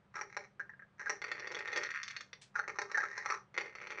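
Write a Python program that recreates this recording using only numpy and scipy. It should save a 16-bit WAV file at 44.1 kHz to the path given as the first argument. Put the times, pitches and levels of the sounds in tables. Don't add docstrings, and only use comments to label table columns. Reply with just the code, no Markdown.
import sys
import numpy as np
from scipy import signal
from scipy.fft import rfft, irfft
from scipy.io import wavfile

SR = 44100
rng = np.random.default_rng(int(sys.argv[2]) if len(sys.argv) > 2 else 0)


def pcm_store(signal):
    levels = np.round(np.clip(np.atleast_2d(signal), -1, 1) * 32767)
    wavfile.write(sys.argv[1], SR, levels.astype(np.int16).T)


N = 176400

# frequency in Hz, relative spectral level in dB.
RUMBLE_SPECTRUM = [(25,-13),(60,-3),(135,8),(270,-6),(1500,-10),(7000,-35)]
# frequency in Hz, rms level in dB.
HUM_TONES = [(198,-78)]
# frequency in Hz, time to fall 60 dB in seconds.
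ROOM_DECAY = [(300,0.36),(1700,0.17),(5000,0.21)]
# frequency in Hz, gain in dB.
REVERB_GAIN = [(400,-1),(1700,-7),(4200,-5),(6000,-7.5)]
# frequency in Hz, width in Hz, relative level in dB.
SCREW_MODES = [(403,80,-7),(540,160,-9.5),(854,137,-2.5),(1033,110,-6.5),(1297,372,-0.5),(1615,109,1),(1852,189,3.5),(2090,447,-2.5),(2390,580,-10.5),(4166,660,-15),(5820,794,-8.5)]
# time in seconds, level in dB, relative treble in dB.
SCREW_KNOCKS = [(0.155,-35,-22),(0.2117,-30,-18),(0.367,-26.5,-23.5),(1.0958,-23,-16.5),(2.6783,-29,-22),(2.6946,-30,-28),
                (2.7869,-22.5,-23),(2.8171,-27,-19),(2.9155,-32.5,-18),(3.1774,-32.5,-17),(3.259,-30,-20.5),(3.3014,-22,-25.5)]
# time in seconds, level in dB, ring in Hz.
SCREW_SLIPS = [(0.596,-33.5,1550),(.605,-35.5,1680),(.694,-40.5,1680),(.735,-50.5,1660),(0.794,-45.5,1650),(.821,-45.5,1610),
               (1.01,-38,1600),(1.066,-30,1590),(2.555,-29,1450),(2.589,-38.5,780),(2.592,-24.5,1510),
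               (2.64,-37.5,1790),(2.9452,-27,1730),(2.952,-28,1770),(2.972,-36,810),(2.974,-21.5,1585),(3.003,-28.5,1820),(3.032,-28,1460)]
# start in seconds, length in seconds, level in dB, creak pitch in Hz.
SCREW_RUBS = [(0.136,.12,-46.5,1204),(.27,.22,-56,2200),(0.981,0.21,-47,1730),(2.542,.07,-46,1180),(2.701,0.31,-55.5,1150),(2.98,0.11,-43.5,1660),(3.06,0.27,-50.5,1860),(3.235,0.16,-41,1170)]
# frequency in Hz, width in Hz, relative level in dB.
TRACK_MODES = [(396,65,-7),(504,184,-8.5),(856,130,-12.5),(1350,540,-7),(1600,144,-7.5),(1870,133,-0.5),(2083,190,-3),(2393,800,-10),(3460,550,-12.5),(4363,570,-14),(5770,910,-15.5)]
# time in seconds, bass gain in dB,
# relative treble of a bounce in dB, ring in Hz.
TRACK_TIMBRE = [(1.3,-2,-22.5,2080),(1.4,-0.5,-19.5,1730),(1.531,5,-16.5,2230),(1.649,-1,-15.5,1810),(1.79,3,-16.5,1840),(2.0,-37,-11.5,1730),(2.169,-11,-14.5,1720),(3.58,1,-21.5,2030),(3.9,0,-22,2340)]
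# time in seconds, level in dB.
BALL_BOUNCES = [(1.2175,-31),(1.2415,-28.5),(1.2809,-37.5),(1.316,-25),(1.3964,-35),(1.4721,-31.5),(1.518,-35),(1.5466,-31),(1.589,-33),
                (1.6756,-32.5),(1.7192,-42),(1.729,-32),(1.7609,-25.5),(1.7735,-24.5),(1.8339,-28),(1.864,-43),(1.906,-35.5),
                (2.0315,-32),(2.0797,-32.5),(2.1076,-35.5),(2.1646,-31),(2.2078,-34.5),(2.3304,-37),(3.5428,-41),(3.5658,-53),(3.577,-21.5),(3.5823,-30.5),
                (3.6091,-29),(3.661,-39.5),(3.752,-35),(3.7836,-48),(3.8144,-39),(3.8708,-35),(3.9042,-30.5),(3.918,-34.5)]
# time in seconds, level in dB.
BALL_RUNS = [
    [(1.22,-51.5),(1.35,-52.5),(1.58,-48),(1.97,-45),(2.13,-56),(2.3,-84)],
    [(3.54,-50.5),(3.62,-52),(3.73,-62.5),(3.8,-47.5),(3.88,-54.5),(4,-45)],
]

TAPS = 4096
HZ = np.fft.rfftfreq(TAPS, 1 / SR)


def undb(db):
    return 10 ** (np.asarray(db) / 20)


def unit(x):
    return x / np.sqrt(np.mean(x ** 2) + 1e-20)


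def read(points, hz):
    f, value = np.transpose(points)
    return np.interp(np.log(hz + 1), np.log(f + 1), value)


def add(mix, start_s, sound):
    part = mix[max(round(start_s * SR), 0):][:len(sound)]
    part += sound[:len(part)]


def minimum_phase(gain):
    log_gain = np.log(np.maximum(gain, gain.max() * 1e-5))
    log_spectrum = signal.hilbert(np.r_[log_gain, log_gain[-2:0:-1]]).conj()
    return np.fft.ifft(np.exp(log_spectrum)).real


def bands(bass_hz=667, treble_hz=3010, order=16):
    bass = 1 / (1 + (HZ / bass_hz) ** order)
    treble = 1 - 1 / (1 + (HZ / treble_hz) ** order)
    return bass, 1 - bass - treble, treble


def resonate(x, hz, width_hz):
    turn = np.exp(2j * np.pi * np.cumsum(hz) / SR)
    pole = np.exp(-np.pi * width_hz / SR)
    return 2 * (turn * signal.lfilter([1 - pole], [1, -pole], x / turn)).real


def background(rumble_db=-70):
    t = np.arange(N) / SR
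    spectrum = undb(read(RUMBLE_SPECTRUM, np.fft.rfftfreq(N, 1 / SR)))
    rumble = irfft(rfft(rng.standard_normal(N)) * spectrum, N)
    hum = sum(undb(db) * np.sqrt(2) * np.sin(2 * np.pi * (hz * t + rng.random())) for hz, db in HUM_TONES)
    return undb(rumble_db) * unit(rumble) + hum


def far_tick(start_s=2.413, level_db=-52, band_hz=(1900, 6000), rise_s=0.0065, t60_s=0.18):
    t, out = np.arange(SR // 2) / SR, np.zeros(N)
    bandpass = signal.butter(1, band_hz, "band", fs=SR, output="sos")
    noise = unit(signal.sosfilt(bandpass, rng.standard_normal(len(t))))
    envelope = np.minimum(t / rise_s, 1) * 1000 ** (-t / t60_s)
    add(out, start_s, undb(level_db) * envelope * noise)
    return out


def room(x, gap_s=.004):
    reflections = rng.standard_normal(SR // 2) * (rng.random(SR // 2) < .1)
    hz, t, spectra = signal.stft(reflections, SR, nperseg=256)
    t60 = read(ROOM_DECAY, hz)[:, None]
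    tail = signal.istft(spectra * 1000 ** (-t / t60) / np.sqrt(t60), SR, nperseg=256)[1]
    tail = signal.fftconvolve(tail / np.linalg.norm(tail), minimum_phase(undb(read(REVERB_GAIN, HZ))))
    out = np.zeros(N)
    add(out, gap_s, signal.fftconvolve(x, tail))
    return out


def struck_spot(modes, spread_db=1.3, low_cut_hz=290):
    hz, width, db = np.transpose(modes)[:, :, None]
    peaks = undb(db + spread_db * rng.standard_normal(db.shape)) / (1 + (2 * (HZ - hz) / width) ** 2)
    return np.sqrt((peaks ** 2).sum(0)) / np.sqrt(1 + (low_cut_hz / (HZ + 1)) ** 8)


def ringing(gain, scatter_s=0.0022):
    treble, t = bands()[2], np.arange(TAPS // 4) / SR
    scatter = rng.standard_normal(len(t)) * np.exp(-t / scatter_s)
    scattered = signal.fftconvolve(minimum_phase(gain * treble), scatter / np.linalg.norm(scatter))
    return minimum_phase(gain * (1 - treble)) + scattered[:TAPS]


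def impact(gain, level_db, treble_db, rebound, bass_db=None, rebounds=4, chatter_s=.007, span_s=0.0052):
    bass, middle, treble = bands()
    gain = gain / abs(minimum_phase(gain * middle)).max()
    rms = lambda band: np.sqrt(np.sum(irfft(gain * band) ** 2) / (span_s * SR))
    bass_gain = 1 if bass_db is None else undb(bass_db) / rms(bass)
    treble_gain = undb(treble_db) / rms(treble)
    ring = ringing(gain * (bass_gain * bass + middle + treble_gain * treble))
    out = ring.copy()
    for delay, sign in zip(rng.uniform(.15, 1, rebounds) * chatter_s, rng.choice([-1, 1], rebounds)):
        add(out, delay, rebound * sign * ring)
    return undb(level_db) * out


def contacts(envelope, spots, per_s, spread_db):
    count = int(len(envelope) / SR * per_s * 2) + 10
    at = np.cumsum(rng.gamma(2, 1 / 2, count) * SR / per_s).astype(int)
    size = unit(undb(spread_db * np.clip(rng.standard_normal(count), -2, 2))) * np.sqrt(SR / per_s)
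    spot = rng.integers(0, len(spots), count)
    inside = at < len(envelope)
    trains = np.zeros((len(spots), len(envelope)))
    trains[spot[inside], at[inside]] = size[inside]
    rings = [ringing(gain) for gain in spots]
    return sum(signal.oaconvolve(train * envelope, ring / np.linalg.norm(ring))
               for train, ring in zip(trains, rings))


def screw_taps(rebound=0.58, ring_db=24, ring_width_hz=510, hardening=0.91):
    out = np.zeros(N)
    for start, db, treble_db in SCREW_KNOCKS:
        add(out, start, impact(struck_spot(SCREW_MODES), db, treble_db, rebound, bass_db=-24))
    for start, db, hz in SCREW_SLIPS:
        ring = undb(ring_db / (1 + (2 * (HZ - hz) / ring_width_hz) ** 2))
        treble_db = -4 + hardening * db
        add(out, start, impact(struck_spot(SCREW_MODES) * ring, db, treble_db, rebound, bass_db=-29))
    return out


def screw_friction(grit_db=-8, creak_db=3, creak_width_hz=260, arch_share=0.061, rise=0.13, fall=0.34):
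    out = np.zeros(N)
    for start, length, db, hz in SCREW_RUBS:
        progress = np.linspace(0, 1, int(length * SR))
        push = undb(db) * np.minimum(1, np.minimum(progress / rise, (1 - progress) / fall))
        spots = [struck_spot(SCREW_MODES) for _ in range(5)]
        rub = contacts(push, spots, per_s=110, spread_db=3)
        rub += contacts(push * undb(grit_db), spots, per_s=900, spread_db=4)
        arch = np.sin(np.pi * np.minimum(np.arange(len(rub)) / len(push), 1)) - .5
        creak = resonate(rub, hz * (1 + arch_share * arch), creak_width_hz)
        add(out, start, .5 * rub + undb(creak_db) * creak)
    return out


def rolling(t, tick_db=-1, rumble_db=-13, treble_db=-8):
    envelope = sum(undb(np.interp(t, *np.transpose(run), left=-np.inf, right=-np.inf))
                   for run in BALL_RUNS)
    spots = [struck_spot(TRACK_MODES) * undb(treble_db * bands()[2]) for _ in range(6)]
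    ticks = contacts(envelope * undb(tick_db), spots, per_s=110, spread_db=3)
    rumble = contacts(envelope * undb(rumble_db), spots, per_s=900, spread_db=4)
    return (ticks + rumble)[:N]


def ball(bass_hz=1000, ring_width_hz=130, roll_ring_db=3, bounce_ring_db=-5):
    t, bounces = np.arange(N) / SR, np.zeros(N)
    when, bass_db, treble_db, ring_hz = np.transpose(TRACK_TIMBRE)
    for start, db in BALL_BOUNCES:
        bounce = impact(struck_spot(TRACK_MODES), db, np.interp(start, when, treble_db), rebound=0.5)
        add(bounces, start, bounce)
    roll = rolling(t)
    drive = undb(roll_ring_db) * roll + undb(bounce_ring_db) * bounces
    track = bounces + roll + resonate(drive, np.interp(t, when, ring_hz), ring_width_hz)
    lowpass = np.interp(np.fft.rfftfreq(N, 1 / SR), HZ, bands(bass_hz)[0])
    bass = irfft(rfft(track) * lowpass, N)
    return track + bass * (undb(np.interp(t, when, bass_db)) - 1)


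def scene():
    toy = screw_taps() + screw_friction() + ball()
    return (toy + room(toy) + far_tick() + background())[None]


def record(dry, dull_hz=8800, edge_hz=9900):
    dull = signal.sosfilt(signal.butter(4, dull_hz, fs=SR, output="sos"), dry)
    band_limit = signal.firwin(511, edge_hz, window=("kaiser", 9), fs=SR)
    return signal.oaconvolve(dull, band_limit[None], "same")


dry = scene()
out = record(dry)
pcm_store(out)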